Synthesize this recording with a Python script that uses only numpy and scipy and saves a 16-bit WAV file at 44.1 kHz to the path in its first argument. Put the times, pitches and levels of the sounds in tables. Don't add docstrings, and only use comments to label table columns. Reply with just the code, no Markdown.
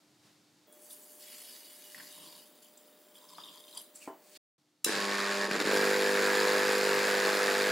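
import sys
import numpy as np
from scipy import signal
from scipy.fft import rfft, irfft
from scipy.io import wavfile
from scipy.ndimage import uniform_filter1d, map_coordinates

SR = 44100
rng = np.random.default_rng(int(sys.argv[2]) if len(sys.argv) > 2 else 0)


def dump(signal):
    limited = np.clip(np.atleast_2d(signal).T, -1, 1)
    pcm = np.round(limited * 32767).astype(np.int16)
    wavfile.write(sys.argv[1], SR, pcm)


N = 340011
TIME = np.arange(N) / SR
FIRST_BLOW_S = 4.8618

# [f/Hz, level/dB per Hz]
THUMP_COLOUR = [(70, -43), (120, -18.5), (190, -6), (310, 0), (500, 2), (640, -12.5), (1000, -21)]
# [f/Hz, level/dB per Hz]
CLATTER_COLOUR = [(50, -43), (90, -33.5), (160, -14), (330, -6.5), (480, 0.5), (750, -4), (1100, -1.5),
                  (1350, -1.5), (1700, 4.5), (2100, -2.5), (2500, -4.5), (3000, -15), (4500, -26)]
# [f/Hz, level/dB per Hz]
RATTLE_COLOUR = [(1500, -27), (2500, -1), (3100, -3), (3700, 0.5), (4900, 2), (5600, -4.5), (6300, -6),
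                 (7200, -2.5), (8500, -11.5), (9400, -7.5), (11000, -13.5), (13500, -13.5), (15500, -21.5)]
# [f/Hz, level/dB per Hz]
SPLASH_COLOUR = [(700, -9), (1300, -14), (1750, -3), (2500, -2), (3000, -2), (3900, -3), (4500, 4),
                 (5200, -5.5), (6500, -15)]
# [f/Hz, width/Hz, level/dB]
JAR_MID_PEAKS = [(3240, 185, 0.012), (3580, 280, -1.6), (4770, 360, -1)]
# [f/Hz, width/Hz, level/dB]
JAR_HIGH_PEAKS = [(6100, 280, -3.5), (7450, 240, 2.5), (9000, 247, -1.5), (9630, 450, 1.5),
                  (11260, 390, -3.5), (12900, 800, -3)]


def amp(db):
    return 10 ** (np.asarray(db) / 20)


def unit(x):
    return x / np.sqrt(np.mean(x ** 2) + 1e-20)


def curve(rows, column=1):
    rows = np.array(rows)
    return np.interp(TIME, rows[:, 0], rows[:, column])


def read(points, hz):
    f, value = np.transpose(points)
    return np.interp(np.log(hz + 1), np.log(f), value)


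def during(start, end):
    opening = np.clip((TIME - start) / .003, 0, 1)
    closing = np.clip((end - TIME) / .003, 0, 1)
    return opening * closing


def swell(peak, rise, fall):
    return np.exp(-((TIME - peak) / np.where(TIME < peak, rise, fall)) ** 2)


def ramp(end, length):
    return np.clip(1 + (TIME - end) / length, 0, 1)


def add(mix, s, sound):
    part = mix[..., round(s * SR):][..., :sound.shape[-1]]
    part += sound[..., :part.shape[-1]]


def drift(rate):
    hz = np.fft.rfftfreq(N, 1 / SR)
    return unit(irfft(rfft(rng.standard_normal(N)) / (1 + (hz / rate) ** 4), N))


def colour(x, points):
    hz = np.fft.rfftfreq(4096, 1 / SR) + 1
    octaves_beyond = np.log2(np.maximum(np.maximum(points[0][0] / hz, hz / points[-1][0]), 1))
    log_gain = np.log(amp(read(points, hz) - 20 * octaves_beyond))
    response = np.exp(signal.hilbert(np.r_[log_gain, log_gain[-2:0:-1]]).conj())
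    taps = np.fft.ifft(response).real[:len(hz)]
    taps = np.array(taps / np.linalg.norm(taps), ndmin=x.ndim)
    return signal.oaconvolve(x, taps, axes=-1)[..., :x.shape[-1]]


def resonate(x, peaks):
    out = 0
    for hz, width, db in peaks:
        b, a = signal.iirpeak(min(hz, SR / 2 - 1), hz / width / np.sqrt(2), SR)
        once = signal.lfilter(b, a, x)
        out = out + amp(db) * signal.lfilter(b, a, once)
    return out


def ring(modes):
    t = TIME[:SR // 2]
    sound = 0
    for hz, db, t60 in modes:
        fade = amp(db - 60 * t / np.clip(t60, .005, .25))
        sound = sound + fade * np.sin(2 * np.pi * hz * t)
    return sound / abs(sound).max()


def spread(pair, side_db):
    return pair[0] + amp(side_db) * np.array([pair[1], -pair[1]])


def room(x):
    # [f/Hz, t60/s]
    room_t60 = [(200, 0.23), (1000, 0.25), (4000, 0.64), (15000, 0.19)]
    hz, t, z = signal.stft(rng.standard_normal((2, SR // 2)), SR, nperseg=256)
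    fade = amp(-60 * t / read(room_t60, hz)[:, None])
    tail = signal.istft(z * fade, SR, nperseg=256)[1]
    tail[:, :SR // 250] = 0
    return signal.fftconvolve(x[None], tail / np.linalg.norm(tail[0]), axes=1)[:, :N]


def tumbler():
    # [t/s, rate/blows per s]
    beat = [(4.8, 100.04), (6.0, 100.05), (6.6, 100.1), (7.8, 100.11)]
    turns = np.cumsum(curve(beat)) / SR
    turns -= np.interp(FIRST_BLOW_S, TIME, turns)
    on = turns > 0
    knob, stumble, gains = (control[..., on] for control in drive())
    hum_gain, clatter_gain, rattle_gain = gains
    blow = turns[on].astype(int)
    phase = turns[on] % 1

    def noise(*channels):
        return rng.standard_normal((*channels, len(phase)))

    def burst(rise, fall, rest):
        return unit(rest + (1 - np.exp(-phase / rise)) * np.exp(-phase / fall))

    def uneven(spread_db):
        return amp(spread_db * noise())[blow]

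    hum = housing_hum(turns, on, knob)
    thumps = noise() * uneven(spread_db=1.5) * burst(rise=0.094, fall=.15, rest=0.024)
    thumps = unit(colour(thumps, THUMP_COLOUR))
    body = np.sqrt(1 - stumble) * hum + np.sqrt(stumble) * thumps

    gentle_contact = 0.64 * np.sqrt(1 - knob) * repeating(turns, memory=11.0, blows=1)
    hard_contact = np.sqrt(knob) * repeating(turns, memory=4.45, blows=2)
    contact = gentle_contact + hard_contact + 0.8 * noise(2)
    clatter = contact * uneven(spread_db=1.0) * burst(rise=0.22, fall=0.23, rest=0.32)
    clatter = unit(colour(clatter, CLATTER_COLOUR))

    parts = noise(2) + 0.36 * repeating(turns, memory=11, blows=2)
    rattle = parts * uneven(spread_db=0.88) * burst(rise=0.11, fall=0.17, rest=0.16)
    rattle = unit(colour(rattle, RATTLE_COLOUR))
    dull = signal.sosfilt(signal.butter(1, 9500, fs=SR, output="sos"), rattle)
    rattle = knob * rattle + (1 - knob) * unit(dull)

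    out = np.zeros((2, N))
    out[:, on] = (body * hum_gain * amp([[-.5], [.45]])
                  + spread(clatter, side_db=-9.5) * clatter_gain * amp([[-.4], [.4]])
                  + spread(rattle, side_db=-15.5) * rattle_gain)
    return out


def housing_hum(turns, on, knob):
    # [multiple of half the beat, gentle level/dB, hard level/dB]
    hum_lines = [(2, -31, -52), (3, -39, -28), (4, -1.5, -10.5), (5, -19, -15.5), (6, -11, -15.5),
                 (7, -13, -10), (8, 2, -1), (9, -18, -5.5), (10, -8, 2), (11, -28, -19), (12, -2, -16.5),
                 (13, -28, -18.5), (14, -22, -17), (16, -11.5, -25), (17, -32, -16), (18, -16, -12),
                 (19, -28, -17), (20, -7, -19.5), (22, -2.5, -22), (24, -7, -23), (31, -30, -13.5),
                 (33, -28, -13.5), (36, -5, -24)]
    turns, time = turns[on], TIME[on]

    def wander(per_s):
        return np.interp(time * per_s, np.arange(len(time)), rng.standard_normal(len(time)))

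    shifted_db = 7.3 * ramp(end=7.25, length=.3)[on]
    hum = 0
    for order, gentle_db, hard_db in hum_lines:
        slip = (0.023 + 0.061 * (order % 2)) * order * wander(per_s=4)
        angle = np.pi * order * (turns - 1 - .3) + slip + 0.0601 * (order - 9) ** 2
        sway_db = (0.0437 + 0.027 * knob) * order * wander(per_s=9)
        shift_db = shifted_db * np.exp(-((order - 12.9) / 2.0) ** 2)
        level = (1 - knob) * amp(gentle_db) + knob * amp(hard_db)
        hum = hum + level * amp(sway_db + shift_db) * np.cos(angle)
    return hum / np.sqrt(uniform_filter1d(hum ** 2, SR // 25))


def repeating(turns, memory, blows):
    size = blows * SR // 100
    fresh = rng.standard_normal((2, N // size + 2, size))
    pattern = signal.lfilter([1], [1, -np.exp(-blows / memory)], fresh, axis=1).reshape(2, -1)
    place = (turns + 100) * size / blows
    return unit(np.array([map_coordinates(p, [place], order=3) for p in pattern])[:, turns > 0])


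def drive():
    # [t/s, setting from 0 gentle to 1 hard]
    knob_turn = [(5.48, 0.08), (5.6, 0.49), (5.68, 0.57), (5.74, 1)]
    # [t/s, half length/s, depth/dB]
    lulls = [(5.489, 0.025, 6), (5.586, .012, 6.5), (5.635, .016, 3.5), (5.972, 0.1, 1)]
    # (dB when gentle, dB when hard)
    hum_range, clatter_range, rattle_range = (-37, -32), (-34.5, -32), (-38.5, -36)
    knob = curve(knob_turn)
    running = np.maximum(TIME - FIRST_BLOW_S, 0)
    spin_up = 1 - 0.52 * np.exp(-running / .025)

    unsettled = 0.91 * (1 - ramp(end=5.02, length=.1))
    turn_stumble = 0.68 * swell(peak=5.62, rise=.14, fall=0.088)
    stumble = np.clip(unsettled + turn_stumble + 0.013, 0, 1)

    lull_db = sum(depth * swell(s, half, half) for s, half, depth in lulls)
    overshoot_db = 2.5 * swell(knob_turn[-1][0], rise=.05, fall=0.76)
    hum_db, clatter_db, rattle_db = (
        gentle + knob * (hard - gentle) for gentle, hard in (hum_range, clatter_range, rattle_range))
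    levels_db = [hum_db + overshoot_db - stumble * lull_db, clatter_db - lull_db, rattle_db - lull_db]
    return knob, stumble, spin_up * amp(levels_db)


def switch_and_jolts():
    # [f/Hz, level/dB per Hz]
    snap_colour = [(300, -15), (1200, -21), (2700, -5), (4200, -4), (6000, 0), (9500, 2), (12000, -2.5),
                   (15500, -6)]
    # [f/Hz, level/dB, t60/s]
    spring_modes = [(1254, -14.5, 0.1), (2720, -3, 0.037), (3952, -3, 0.18), (8183, -7, .04),
                    (9670, -1, 0.046)]
    # [t/s, level/dB]
    jolt_times = [(4.893, -34), (5.512, -24.5), (5.601, -23), (5.613, -28), (5.621, -28), (5.672, -29),
                  (5.714, -27)]
    t, snap, jolts = TIME[:SR // 2], np.zeros(N), np.zeros(N)
    crack = rng.standard_normal(len(t)) * np.exp(-np.maximum(t - .0028, 0) / 0.0019)
    crack = colour(crack, snap_colour)
    add(snap, 4.8428, amp(-45) * crack)
    add(snap, 4.8452, amp(-22.0) * crack + amp(-21.5) * ring(spring_modes))
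    for s, db in jolt_times:
        add(jolts, s, amp(db) * rng.standard_normal(len(t)) * np.exp(-t / 0.0033))
    knocks = (amp(-2.5) * colour(jolts, THUMP_COLOUR)
              + amp(-2) * colour(jolts, CLATTER_COLOUR)
              + amp(-8) * colour(jolts, RATTLE_COLOUR))
    return snap + amp(-3.5) * room(snap) + knocks


def pour():
    # [t/s, share 0-1]
    covered_share = [(.7, 0.13), (1.9, 0), (2.3, 0.36), (2.55, 0.58), (3.3, 0.92), (3.85, 0.92)]
    # [f/Hz, level/dB per Hz]
    spray_colour = [(4000, -33.5), (5600, -6.5), (7000, -1), (8300, 0), (9800, 5), (11500, 1.5),
                    (14000, 1.5), (15600, -1.5)]
    # [f/Hz, width/Hz, level/dB]
    empty_peaks = [(2940, 220, -1), (3340, 220, -2.5), (3780, 200, -2), (4340, 270, 0), (4645, 240, 1.5),
                   (4940, 160, -1.5)]
    # [f/Hz, width/Hz, level/dB]
    low_peaks = [(1020, 160, 0)]
    covered = curve(covered_share)
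    metal, pool = np.sqrt(1 - covered), np.sqrt(covered)
    fine = droplets(per_s=3000, size_db=3.5, wash=.6)
    coarse = droplets(per_s=450, size_db=3.5, wash=0.55)

    spray = 0.94 * metal * unit(colour(fine, spray_colour))
    spray = spray + 0.73 * pool * unit(resonate(coarse, JAR_HIGH_PEAKS))
    spray = spray + 0.23 * bubbles(low_hz=6490, high_hz=13900, per_s=700, cycles=48)

    metal_splash = 0.64 * unit(colour(fine, SPLASH_COLOUR)) + 0.45 * unit(resonate(fine, empty_peaks))
    pool_splash = 0.62 * unit(resonate(coarse, JAR_MID_PEAKS)) + 0.29 * unit(colour(coarse, SPLASH_COLOUR))
    pool_splash = pool_splash + 0.33 * bubbles(low_hz=2895, high_hz=5020, per_s=180, cycles=16)
    splash = metal * metal_splash + pool * pool_splash

    gurgle = (0.26 * metal + 0.85 * pool) * unit(resonate(coarse, low_peaks))
    churn = unit(resonate(fine, [(190, 41, -0.5), (278, 73, -1)]))

    flow, splash_gain, gurgle_gain, churn_gain = stream_gains()
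    liquid = spray * flow + splash * splash_gain + gurgle * gurgle_gain
    stream = shimmer(liquid, patchy_db=2.5) + churn * churn_gain
    return spread(stream, side_db=-11.0) * during(0.67, 4.376)


def stream_gains():
    # [t/s, level/dB]
    flow_levels = [(0.7, -77), (0.85, -56.5), (1.17, -57), (1.26, -52.5), (1.5, -52.5), (1.7, -56),
                   (2.1, -54), (2.43, -58), (2.52, -66.5), (3.13, -68), (3.3, -59.5), (3.67, -60),
                   (3.78, -54), (3.88, -68)]
    # [t/s, level above the flow/dB]
    spurts = [(0.722, 7), (0.9, 5.5), (2.345, 1), (2.62, 9), (3.15, 8), (3.772, 5.5)]
    # [peak t/s, rise/s, fall/s, gurgle level/dB, low churning level/dB]
    gulps = [(1.99, .04, 0.066, -57.5, -62.5), (2.25, 0.11, .15, -63, -66), (3.39, 0.011, .035, -49.5, -72),
             (3.46, 0.2, .14, -60.5, -71.5), (3.77, .04, 0.034, -57.5, -76)]
    rise, fall = .006, 0.045
    spurts_db = sum(db * swell(s + rise, rise, fall) for s, db in spurts)
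    flow = amp(curve(flow_levels) + spurts_db) * (1 - ramp(end=3.97, length=0.091))
    dry_db = -7.5 * (1 - ramp(end=1.217, length=.04))
    splash_gain = flow * amp(-2 + dry_db)
    gurgle_gain, churn_gain = flow * amp(-19.5), 0
    for peak, rise, fall, gurgle_db, churn_db in gulps:
        gulp = swell(peak, rise, fall)
        gurgle_gain = gurgle_gain + amp(gurgle_db) * gulp
        churn_gain = churn_gain + amp(churn_db) * gulp
        splash_gain = splash_gain + amp(gurgle_db - 4.5) * gulp
    return flow, splash_gain, gurgle_gain, churn_gain


def droplets(per_s, size_db, wash):
    sizes = amp(size_db * np.minimum(rng.exponential(1, (2, N)), 3.5))
    sizes = sizes * rng.choice([-1, 1], (2, N))
    impacts = unit(sizes * (rng.random((2, N)) < per_s / SR))
    return unit(impacts + wash * rng.standard_normal((2, N)))


def bubbles(low_hz, high_hz, per_s, cycles, count=24):
    t, out = TIME[:SR // 20], np.zeros(N)
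    for hz in np.geomspace(low_hz, high_hz, count) * rng.uniform(0.94, 1.03, count):
        note = np.exp(-t * hz / cycles) * np.sin(2 * np.pi * hz * t * (1 + 1.2 * t))
        for s, size in rng.random((round(per_s * 5 / count), 2)):
            add(out, 4.4 * s, amp(18 * size ** 2) * note)
    return unit(out)


def shimmer(x, patchy_db):
    z = signal.stft(x, SR, nperseg=512, noverlap=384)[2]
    patches = rng.standard_normal(z.shape[1:])
    patches = uniform_filter1d(patches, size=4, axis=0)
    patches = unit(uniform_filter1d(patches, size=18, axis=1))
    return signal.istft(z * unit(amp(patchy_db * patches)), SR, nperseg=512, noverlap=384)[1][:, :N]


def plops():
    # [t/s, level/dB, f/Hz]
    plop_times = [(0.726, -47, 9310), (0.905, -44, 3840), (0.91, -39, 11400), (0.93, -37, 10760),
                  (1.12, -43, 11800), (1.225, -45, 4940), (1.945, -35, 1880), (1.979, -34, 1750),
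                  (1.999, -38, 1720), (2.35, -45, 4700), (2.774, -40, 7530), (3.155, -45, 3290),
                  (3.288, -44, 5240), (3.382, -34, 1020), (3.436, -37, 3650), (3.485, -39, 3310),
                  (3.64, -45, 3670), (3.68, -45, 3180), (3.748, -41, 7430), (3.774, -30.5, 9400),
                  (3.776, -39.5, 3950), (3.814, -37, 11500), (3.957, -36.5, 7830)]
    t, out = TIME[:SR // 5], np.zeros(N)
    for s, db, hz in plop_times:
        a, b = rng.standard_normal((2, len(t)))
        fade = amp(-60 * t / 0.06 * (hz / 1000) ** 0.27)
        cluster = resonate(a * fade, [(hz, 150 + 0.13 * hz, 0)])
        note = (1 - np.exp(-t * hz)) * fade ** 1.64 * np.sin(2 * np.pi * hz * t * (1 + .8 * t))
        splat_colour = [(150, -40), (0.67 * hz, -11), (hz + 1, 0), (16000, -17)]  # (Hz, dB per Hz)
        splat = colour(b * np.exp(-t / .0018), splat_colour)
        plop = .5 * cluster / abs(cluster).max() + 0.44 * note + 0.3 * splat / abs(splat).max()
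        add(out, s, amp(db) * plop)
    out = out + amp(-5) * resonate(out, JAR_MID_PEAKS + JAR_HIGH_PEAKS)
    return (out + amp(-6.0) * room(out)) * during(.7, 4.376)


def pings():
    # [t/s, level/dB]
    nudges = [(.67, -71.5), (1.26, -63)]
    ping_hz, t60_s = 3350, 1.2
    out = np.zeros(N)
    for s, db in nudges:
        add(out, s, amp(db - 60 * TIME / t60_s) * np.sin(2 * np.pi * ping_hz * TIME))
    return out * amp(2.3 * drift(rate=12)) * during(.67, 2)


def bench():
    # [f/Hz, level/dB, t60/s before ring() limits it]
    bench_modes = [(288, -3, 0.23), (330, -6, .17), (423, 0.5, 0.29), (663, 1.5, 0.27), (774, -7, 0.29),
                   (925, -1, .22), (1028, 3, .14), (1378, -9, 0.14), (1655, -18, 0.101), (1884, -17.5, .06),
                   (3000, -17, .25)]
    # [t/s, level/dB]
    set_down = [(4.074, -28.5), (4.101, -38.5)]
    # [f/Hz, level/dB per Hz]
    thud_colour = [(60, -64.5), (140, -29), (220, -15.5), (330, 6.5), (550, -7), (950, -1), (1400, -17),
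                   (2000, -18), (3500, -50)]
    t, out = TIME[:SR // 2], np.zeros(N)
    for s, db in set_down:
        thud_fade = np.exp(-t / 0.004) + 0.35 * np.exp(-t / 0.041)
        thud = colour(rng.standard_normal(len(t)) * thud_fade, thud_colour)
        soft = 1 - np.exp(-(t / .002) ** 2)
        add(out, s, amp(db) * soft * (0.47 * ring(bench_modes) + 0.87 * thud / abs(thud).max()))
    scrape_hz = curve([(4.0, 2850), (4.07, 2260)])
    scrape = drift(rate=300) * np.sin(2 * np.pi * np.cumsum(scrape_hz) / SR)
    out += amp(-56.5) * swell(peak=4.02, rise=.012, fall=0.055) * scrape
    return (out + amp(-14.5) * room(out)) * during(3.98, 4.376)


def rustles():
    # [peak t/s, rise/s, fall/s, hiss level/dB, lower rasp level/dB]
    strokes = [(3.964, 0.018, 0.025, -53.5, -64.5), (4.025, .025, 0.063, -57, -62),
               (4.37, 0.14, .02, -61.5, -65.5), (4.365, .018, 0.018, -66, -57.5)]
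    # [f/Hz, level/dB per Hz]
    hiss_colour = [(4000, -20), (5600, -3), (7500, 5), (9800, 3), (12000, -6), (15600, -7)]
    grains = droplets(per_s=3000, size_db=4.0, wash=.6)
    hiss, rasp = unit(colour(grains, hiss_colour)), unit(colour(grains, SPLASH_COLOUR))
    out = 0
    for peak, rise, fall, hiss_db, rasp_db in strokes:
        out = out + swell(peak, rise, fall) * (amp(hiss_db) * hiss + amp(rasp_db) * rasp)
    return spread(out, side_db=-8.5) * during(3.9, 4.376)


def workshop():
    # [f/Hz, level/dB per Hz]
    quiet_colour = [(40, -48), (80, -24), (140, -6), (210, -10.5), (350, -10.5), (450, -17), (650, -16),
                    (1300, -20.5), (2900, -22), (4500, -19.5), (8000, -25), (15500, -35)]
    # [f/Hz, level/dB per Hz]
    air_colour = [(60, -41), (110, -47.5), (170, -4), (300, 3.5), (700, -4.5), (1400, -9.5), (3000, -14.5),
                  (7000, -18.5), (12000, -19), (14000, -12), (15400, -6)]
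    # [f/Hz, level relative to its air/dB]
    whine_tones = [(300.5, -6), (3693, -19.5), (4371, -23), (6799, -23)]
    quiet = spread(unit(colour(rng.standard_normal((2, N)), quiet_colour)), side_db=-9.5)
    stir_db = 4.5 * swell(peak=0.27, rise=.05, fall=0.073)
    whine = sum(np.sqrt(2) * amp(db) * np.sin(2 * np.pi * hz * TIME) for hz, db in whine_tones)
    quiet = quiet * amp(stir_db) + whine
    quiet_gain = amp(-68) * during(0, .672) + amp(-76) * during(4.58, 8)

    air = amp(-62) * spread(unit(colour(rng.standard_normal((2, N)), air_colour)), side_db=-22)
    hum = amp(-65.0 + 1.5 * drift(rate=3.6)) * np.sin(2 * np.pi * 601 * TIME)
    return quiet * quiet_gain + (air + hum) * during(.669, 4.376)


def scene():
    shaking = tumbler() + switch_and_jolts()
    pouring = pour() + plops() + pings()
    return shaking + pouring + bench() + rustles() + workshop()


def record(dry):
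    mid, side = dry.mean(0), (dry[0] - dry[1]) / 2
    side = signal.sosfilt(signal.butter(1, 380, "high", fs=SR, output="sos"), side)
    side = side + 0.47 * signal.sosfilt(signal.butter(2, 9000, "high", fs=SR, output="sos"), side)
    low_cut = signal.butter(2, 70, "high", fs=SR, output="sos")
    pair = signal.sosfilt(low_cut, [mid + side, mid - side])
    band_limit = signal.firwin(601, 15850, window=("kaiser", 9), fs=SR)
    return signal.oaconvolve(pair, band_limit[None], "same", axes=1)


dry = scene()
out = record(dry)
dump(out)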